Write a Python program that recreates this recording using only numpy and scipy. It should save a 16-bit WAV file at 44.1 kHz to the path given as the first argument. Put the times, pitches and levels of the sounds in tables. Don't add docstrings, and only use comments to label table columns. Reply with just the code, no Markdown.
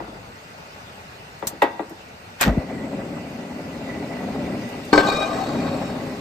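import sys
import numpy as np
from scipy import signal
from scipy.fft import rfft, irfft, next_fast_len
from scipy.io import wavfile
from scipy.ndimage import uniform_filter1d, map_coordinates

SR = 44100
rng = np.random.default_rng(int(sys.argv[2]) if len(sys.argv) > 2 else 0)


def bounce(signal):
    frames = np.transpose(np.atleast_2d(signal))
    limited = np.clip(frames, -1, 1)
    pcm = np.round(limited * 32767).astype(np.int16)
    wavfile.write(sys.argv[1], SR, pcm)


N = 273711
T = np.arange(N) / SR

# pitch in Hz, level in dB, time to fall 60 dB in seconds.
PANEL_MODES = [(212, -6, 0.19), (335, -0.5, 0.12), (425, -8, 0.14), (555, -5, 0.082), (745, 2.5, 0.021),
               (838, 1.5, 0.04), (919, -3, 0.081), (1176, -11.5, 0.098), (1615, -5.5, 0.046),
               (1925, -4.5, 0.1), (2696, -10.5, 0.064), (3550, -5, 0.035)]
# pitch in Hz, level in dB, time to fall 60 dB in seconds.
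POT_MODES = [(302, -9, 0.4), (400, -5, 0.15), (443, -6, 0.15), (536, -3, 0.06), (648, 1, .05),
             (752, -4, 0.14), (935, -8, 0.15), (1170, -6, 0.07), (1210, -14, 0.15), (1552, 2, 0.15),
             (2020, -11, 0.07), (2256, -12, 0.1), (2422, -16, 0.17), (3040, -16, 0.1), (3806, -14, 0.08),
             (4120, -13, 0.09), (4338, -6, 0.07), (5480, -16, .06), (6200, -24, .06), (7500, -22, .06),
             (7930, -16, 0.06)]
# start in seconds, level in dB, contact sharpness in Hz,
# lowest pitch set ringing in Hz, rise in seconds.
POT_BUMPS = [(4.928, -6.5, 3080, 200, 0.002115), (4.976, -6.5, 4100, 312, .002),
             (5.05, -15.5, 800, 251, 0.034), (5.113, -20.5, 2490, 700, 0.0069),
             (5.214, -25, 4800, 790, 0.0087)]
# frequency in Hz, relative level in dB per Hz.
SCRAPE_COLOUR = [(100, -63), (300, 2), (700, 5.5), (1500, -3.5), (3000, -12), (4500, -13), (6500, -20.5),
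                 (8500, -24), (11000, -37), (15500, -37)]


def amp(db):
    return 10 ** (np.asarray(db) / 20)


def unit(x):
    return x / np.sqrt(np.mean(x ** 2) + 1e-20)


def along(points, hz):
    f, v = np.transpose(points)
    return np.interp(np.log(hz + 1), np.log(f + 1), v)


def over_time(points):
    s, db = np.transpose(points)
    return np.interp(T, s, db, left=-150, right=db[-1])


def wobble(rate):
    return map_coordinates(rng.standard_normal(int(N * rate / SR) + 4), [T * rate])


def filtered(x, response):
    n = x.shape[-1]
    m = next_fast_len(n + SR // 2)
    return irfft(rfft(x, m) * response(np.fft.rfftfreq(m, 1 / SR)), m)[..., :n]


def rush(colour, patchy_db=0, ripple_db=0):
    z = signal.stft(rng.standard_normal((2, N)), nperseg=512)[2]
    patches = uniform_filter1d(rng.standard_normal(z.shape[1:]), size=6, axis=0)
    patches = unit(uniform_filter1d(patches, size=8, axis=1))
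    pair = signal.istft(z * amp(patchy_db * patches), nperseg=512)[1][:, :N]
    knots = rng.standard_normal(400)

    def response(hz):
        return amp(along(colour, hz) + ripple_db * map_coordinates(knots, [hz / 70]))
    return unit(filtered(pair, response))


def dying(s, t60, rise_s=1e-5):
    return np.clip((T - s) / rise_s, 0, 1) ** 2 * amp(-60 * np.clip(T - s - rise_s, 0, 1) / t60)


def gate(start, end, rise_s, fade_s):
    return np.clip(np.minimum((T - start) / rise_s, (end - T) / fade_s), 0, 1)


def ringing(x, modes):
    def response(f):
        s = 2j * np.pi * f
        total = 0
        for hz, db, t60 in modes:
            turn = 2 * np.pi * hz
            total = total + amp(db) * SR * turn / ((s + np.log(1000) / t60) ** 2 + turn ** 2)
        return total
    return filtered(x, response)


def struck(blows, modes, clatter, touch, contact_s, rattle_db, rattle_t60, clatter_db, clatter_t60):
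    out, t = np.zeros((2, 2, N)), T[:SR // 3]
    for s, db, sharp_hz, low_hz, rise_s in blows:
        span = slice(round(s * SR), round(s * SR) + len(t))
        rise = np.minimum(t / rise_s, 1) ** 2
        after = np.maximum(t - rise_s, 0)
        rough = amp(-60 * after / contact_s) + amp(rattle_db - 60 * after / rattle_t60)
        push = rise * rough * rng.standard_normal((2, len(t)))
        push[:, round(rise_s * SR)] += touch / (1 + (rise_s / contact_s) ** 2)
        push = push / np.linalg.norm(push[0])
        loose = rise * amp(clatter_db - 60 * after / clatter_t60) * clatter[:, span]

        def contact(f):
            return (1j * f / (low_hz + 1j * f) / (1 + 1j * f / sharp_hz)) ** 2
        out[..., span] += amp(db) * filtered(np.array([push, loose]), contact)
    return ringing(out[0], modes) + out[1]


def tones(rows, rise_s, fade_s, waver_hz, steady=0, sink_db=0):
    out = np.zeros((2, N))
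    for start, end, hz, width_hz, db, side_db in rows:
        noise = rng.standard_normal((2, 2, SR))
        a, b = filtered(noise, lambda f: 1 / (1 + (2 * f / width_hz) ** 2))
        phase = 2 * np.pi * np.cumsum(hz + waver_hz * wobble(15.1)[:SR]) / SR
        first = round(start * SR)
        count = min(SR, N - first)
        band = unit((unit(a) + steady) * np.cos(phase) + unit(b) * np.sin(phase))[:, :count]
        sinking = amp(-sink_db * np.clip((T - start) / (end - start), 0, 1))
        level = gate(start, end, rise_s, fade_s) * sinking
        out[:, first:first + count] += amp([[db], [db + side_db]]) * level[first:first + count] * band
    return out


def near(x, share, side_db):
    return np.array([x[0], amp(side_db) * (share * x[0] + np.sqrt(1 - share ** 2) * x[1])])


def traffic():
    # time in seconds, level in dB before the trim below.
    traffic_levels = [(0.0, -33), (0.16, -39), (2.4, -41.5)]
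    # frequency in Hz, relative level in dB per Hz.
    traffic_colour = [(25, -20), (60, -4.5), (200, 1.5), (300, -5.5), (670, -1), (1000, -3), (2000, -10),
                      (3500, -44), (6000, -70)]
    return amp(over_time(traffic_levels) - 2.5) * rush(traffic_colour, patchy_db=1.5, ripple_db=1.5)


def gas():
    # time in seconds, level in dB before the lift below.
    hiss_levels = [(0.0, -52), (0.88, -49.5), (1.81, -52), (4.55, -46.5), (4.8, -45.5), (5.09, -44.5),
                   (5.47, -45), (6.2, -46)]
    # frequency in Hz, relative level in dB per Hz.
    hiss_colour = [(700, -13.5), (1500, -3.5), (2100, -1), (2800, -1.5), (3400, -7), (4500, -7.5),
                   (6500, -13), (9000, -16), (11000, -19.5), (13000, -25.5), (15700, -26.5), (16000, -60)]
    # start and end in seconds, pitch in Hz, width in Hz, level in dB, side over mid in dB.
    whistle_rows = [(2.7, 3.25, 7700, 200, -60, -12), (5.2, 5.95, 7520, 152.9, -56.5, -10)]
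    hiss = amp(over_time(hiss_levels) + 4) * rush(hiss_colour, patchy_db=1.8, ripple_db=1.8)
    return hiss + tones(whistle_rows, rise_s=0.044, fade_s=.05, waver_hz=0)


def knob():
    # start in seconds, level in dB, contact sharpness in Hz,
    # lowest pitch set ringing in Hz, rise in seconds.
    knock_rows = [(.001, -23, 870, 350, 0.0011), (.072, -27, 597, 250, 0.0035),
                  (1.423, -16, 1340, 607, 0.0022), (1.499, -29, 1400, 800, 0.0054),
                  (1.517, -21, 450, 300, 0.0065), (1.617, 1.3, 1620, 750, 0.0031),
                  (1.791, -10, 785, 570, 0.00297), (1.895, -25, 330, 239, 0.011),
                  (2.411, -5, 3070, 1390, 0.0018)]
    # frequency in Hz, relative level in dB per Hz.
    clatter_colour = [(100, -48), (250, 5), (450, -4), (800, -3.5), (1500, -10.5), (2500, -12.5),
                      (4500, -20.5), (15500, -45)]
    late_hz, late_stages = 250, 14
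    knocks = struck(knock_rows, PANEL_MODES, rush(clatter_colour), touch=13, contact_s=.03,
                    rattle_db=-17, rattle_t60=0.56, clatter_db=-2.0, clatter_t60=0.18)
    knocks = filtered(knocks, lambda f: ((late_hz - 1j * f) / (late_hz + 1j * f)) ** late_stages)
    return near(knocks, share=0.089, side_db=-5.0)


def treble_bursts():
    # start in seconds, level in dB.
    burst_rows = [(1.39, -50), (1.471, -17), (1.621, -31), (1.894, -44), (2.411, -14), (4.69, -43.5),
                  (4.85, -44), (5.222, -46)]
    # frequency in Hz, relative level in dB per Hz.
    burst_colour = [(1000, -7), (2500, -12.5), (4500, -8), (6500, -2.5), (9000, -1), (12000, -6),
                    (16000, -8.5)]
    return sum(amp(db) * dying(s, t60=0.081) for s, db in burst_rows) * rush(burst_colour)


def pops():
    # start in seconds, level in dB, start pitch in Hz, end pitch in Hz,
    # length in seconds (loudest a third of the way in).
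    pop_rows = [(.01, -47, 58, 50.3, 0.2), (2.461, -12, 265, 57.6, 0.039), (2.463, -17, 66.3, 45, 0.07),
                (2.572, -9, 266, 56, 0.016), (4.92, -44, 61, 45, 0.11), (5.099, -38, 55, 45.4, 0.13)]
    out = np.zeros((2, N))
    for s, db, start_hz, end_hz, length in pop_rows:
        u = np.clip(T - s, 0, 1) / length
        hz = end_hz + (start_hz - end_hz) * np.exp(-3 * u ** 3)
        phase = 2 * np.pi * np.cumsum(hz * (T >= s)) / SR
        out[0] += amp(db) * 3 * u * np.exp(1 - 3 * u) * np.sin(phase)
    return out


def ignition():
    # frequency in Hz, relative level in dB per Hz.
    crack_colour = [(150, -33), (450, -21), (1000, -3), (1750, 2), (3000, -4), (4500, -12.5), (6500, -17),
                    (16000, -28)]
    catch_s, hold_s, catch_db = 2.414, 0.022, -17.5
    rise_db_per_s, fall_db_per_s = 1302, 387
    level_db = catch_db - rise_db_per_s * np.maximum(catch_s - T, 0)
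    level_db = level_db - fall_db_per_s * np.maximum(T - catch_s - hold_s, 0)
    tail = amp(-36) * dying(catch_s + hold_s, t60=0.33, rise_s=hold_s)
    crackle = amp(2.9 * wobble(400))
    burst = (amp(level_db) + tail) * crackle * rush(crack_colour, patchy_db=-1.0)
    shaken = [mode for mode in PANEL_MODES if mode[0] > 1450]
    return burst + amp(-39) * ringing(burst, shaken)


def flame():
    # time in seconds, level in dB.
    roar_levels = [(2.42, -39), (2.472, -18), (2.53, -26.5), (2.67, -31), (3.12, -30.5), (3.27, -35),
                   (4.5, -28), (4.72, -31), (4.9, -35), (4.95, -27.5), (5.25, -32.5), (5.42, -29.5),
                   (5.55, -23.5), (6.2, -31.5)]
    # frequency in Hz, relative level in dB per Hz.
    roar_colour = [(25, -31), (60, -14), (150, -4.5), (270, 2), (350, -10), (410, -4), (470, -15),
                   (540, -8.5), (900, -27), (1500, -90)]
    # frequency in Hz, relative level in dB per Hz.
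    flutter_colour = [(150, -63), (250, -11), (420, -17.5), (530, -0.5), (700, -1), (1000, -9), (1500, -14),
                      (3000, -34), (6000, -92)]
    # time in seconds, level in dB before the lumps.
    jet_levels = [(2.5, -38.5), (2.94, -48), (3.4, -49), (3.9, -42), (4.6, -40.5), (4.9, -48)]
    # frequency in Hz, relative level in dB per Hz.
    jet_colour = [(800, -73), (1300, -5), (1650, -12), (1980, 11), (2120, 4.5), (2380, 2.5), (2650, -9.5),
                  (3400, -20), (6000, -73.5)]
    roar_db = over_time(roar_levels)
    lumps = wobble(30)
    swell_db = .4 * wobble(9.7)
    roar = unit(amp(0.39 * lumps + swell_db) * rush(roar_colour, patchy_db=1.04))
    flutter = unit(amp(1.44 * lumps + 1.94 * wobble(70)) * rush(flutter_colour, patchy_db=-0.55))
    flutter_level = (T >= roar_levels[0][0]) * amp(-35 + (roar_db + 30.5))
    jets = amp(over_time(jet_levels) + lumps) * rush(jet_colour, patchy_db=3.5, ripple_db=2.5)
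    return amp(roar_db) * roar + flutter_level * flutter + jets


def pot_landing():
    return struck(POT_BUMPS, POT_MODES, rush(SCRAPE_COLOUR), touch=22, contact_s=0.019,
                  rattle_db=-9.5, rattle_t60=0.074, clatter_db=-2.0, clatter_t60=0.058)


def pot_sliding():
    drag_s, drag_db, drag_fall_db_per_s = 4.93, -23, 16.5
    rub_db, rub_t60 = -9.5, 0.21
    slips = amp(3.6 * wobble(120)) * rng.standard_normal((2, N))
    bowed = unit(ringing(slips, [(hz, db / 2, 0.94 * t60) for hz, db, t60 in POT_MODES]))
    scrape = unit(amp(2.66 * wobble(200)) * rush(SCRAPE_COLOUR, patchy_db=4.0, ripple_db=4.0))
    level = (T >= drag_s) * amp(drag_db - drag_fall_db_per_s * (T - drag_s))
    for s, db, _, _, rise_s in POT_BUMPS:
        level = level + amp(db + rub_db) * dying(s, rub_t60, rise_s)
    return level * (amp(-5.0) * bowed + amp(0.5) * scrape)


def singing():
    # start and end in seconds, pitch in Hz (moved to the nearest mode),
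    # level in dB at the start, before the breaks.
    sung_rows = [(4.922, 4.96, 4340, -24), (5.02, 5.11, 1700, -21), (5.12, 5.17, 1552, -33),
                 (5.063, 5.27, 3808, -28.5), (5.072, 5.29, 2422, -29.5), (5.04, 5.26, 1212, -26),
                 (5.27, 5.36, 1212, -27), (5.18, 5.29, 700, -26), (5.31, 5.4, 700, -27),
                 (5.35, 5.47, 752, -23), (5.27, 5.99, 3808, -46.5), (5.28, 5.8, 4340, -49.5),
                 (5.55, 5.9, 2422, -43.5), (5.7, 5.95, 5500, -55)]
    rows = []
    for start, end, hz, db in sung_rows:
        mode_hz = min((mode[0] for mode in POT_MODES), key=lambda f: abs(f - hz))
        width_hz = 60 * (1 + (900 / hz) ** 4 + 2 * (end - start))
        rows.append((start, end, mode_hz, width_hz, db, 0))
    breaks = amp(1.5 * wobble(45))
    return breaks * tones(rows, rise_s=.012, fade_s=.035, waver_hz=10, steady=1.8, sink_db=4.5)


def scene():
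    background = traffic() + gas()
    panel = knob() + treble_bursts()
    catching = near(pops() + ignition(), share=0.077, side_db=-3.0)
    burning = near(flame(), share=0.033, side_db=-8.0)
    metal = near(pot_landing() + pot_sliding() + singing(), share=0.086, side_db=-6.0)
    return background + panel + catching + burning + metal


def record(dry):
    # frequency in Hz, side over mid in dB before the two bells below.
    width_points = [(300, -13), (700, -0.5), (1200, 3.5), (2200, 1), (3300, 3.5), (4300, -0.5),
                    (12000, 1.5), (16000, 19)]
    # frequency in Hz, share in step,
    # share a quarter cycle ahead, both before the cut of 6 dB below.
    echo_rows = [(200, 0.085, 0.56), (900, 0.22, 0.11), (1300, 0.03, .15), (2010, -0.59, -0.16),
                 (3000, -0.37, 0.39), (4200, 0.22, 0.25), (6500, 0.59, -0.41), (9000, -0.081, 0)]
    echo_hz, in_step, ahead = np.transpose(echo_rows)

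    def bell(hz, centre_hz, width_hz):
        return np.exp(-((hz - centre_hz) / width_hz) ** 4)

    def turn(hz):
        width_db = along(width_points, hz)
        width_db = width_db + 28.5 * bell(hz, 10030, 910)
        width_db = width_db - 40 * bell(hz, 13700, 1350)
        return np.arctan(amp(width_db))

    def side_mix(hz):
        echo = along(np.c_[echo_hz, in_step], hz) + 1j * along(np.c_[echo_hz, ahead], hz)
        own = np.sqrt(np.clip(1 - np.abs(echo) ** 2, 0, 1))
        return np.array([amp(-6) * echo, own])

    def lean(hz):
        lean_db = 0.59 / (1 + (hz / 6000) ** 2)
        return amp([lean_db, -lean_db])

    dry = np.array([dry[0], filtered(dry, side_mix).sum(axis=0)])
    mid, side = filtered(dry, lambda hz: np.array([np.cos(turn(hz)), np.sin(turn(hz))]))
    x = filtered(np.array([mid + side, mid - side]), lean)
    x = x / (1 + np.abs(x) ** 6) ** (1 / 6)
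    return filtered(x, lambda hz: hz < 16500)


dry = scene()
out = record(dry)
bounce(out)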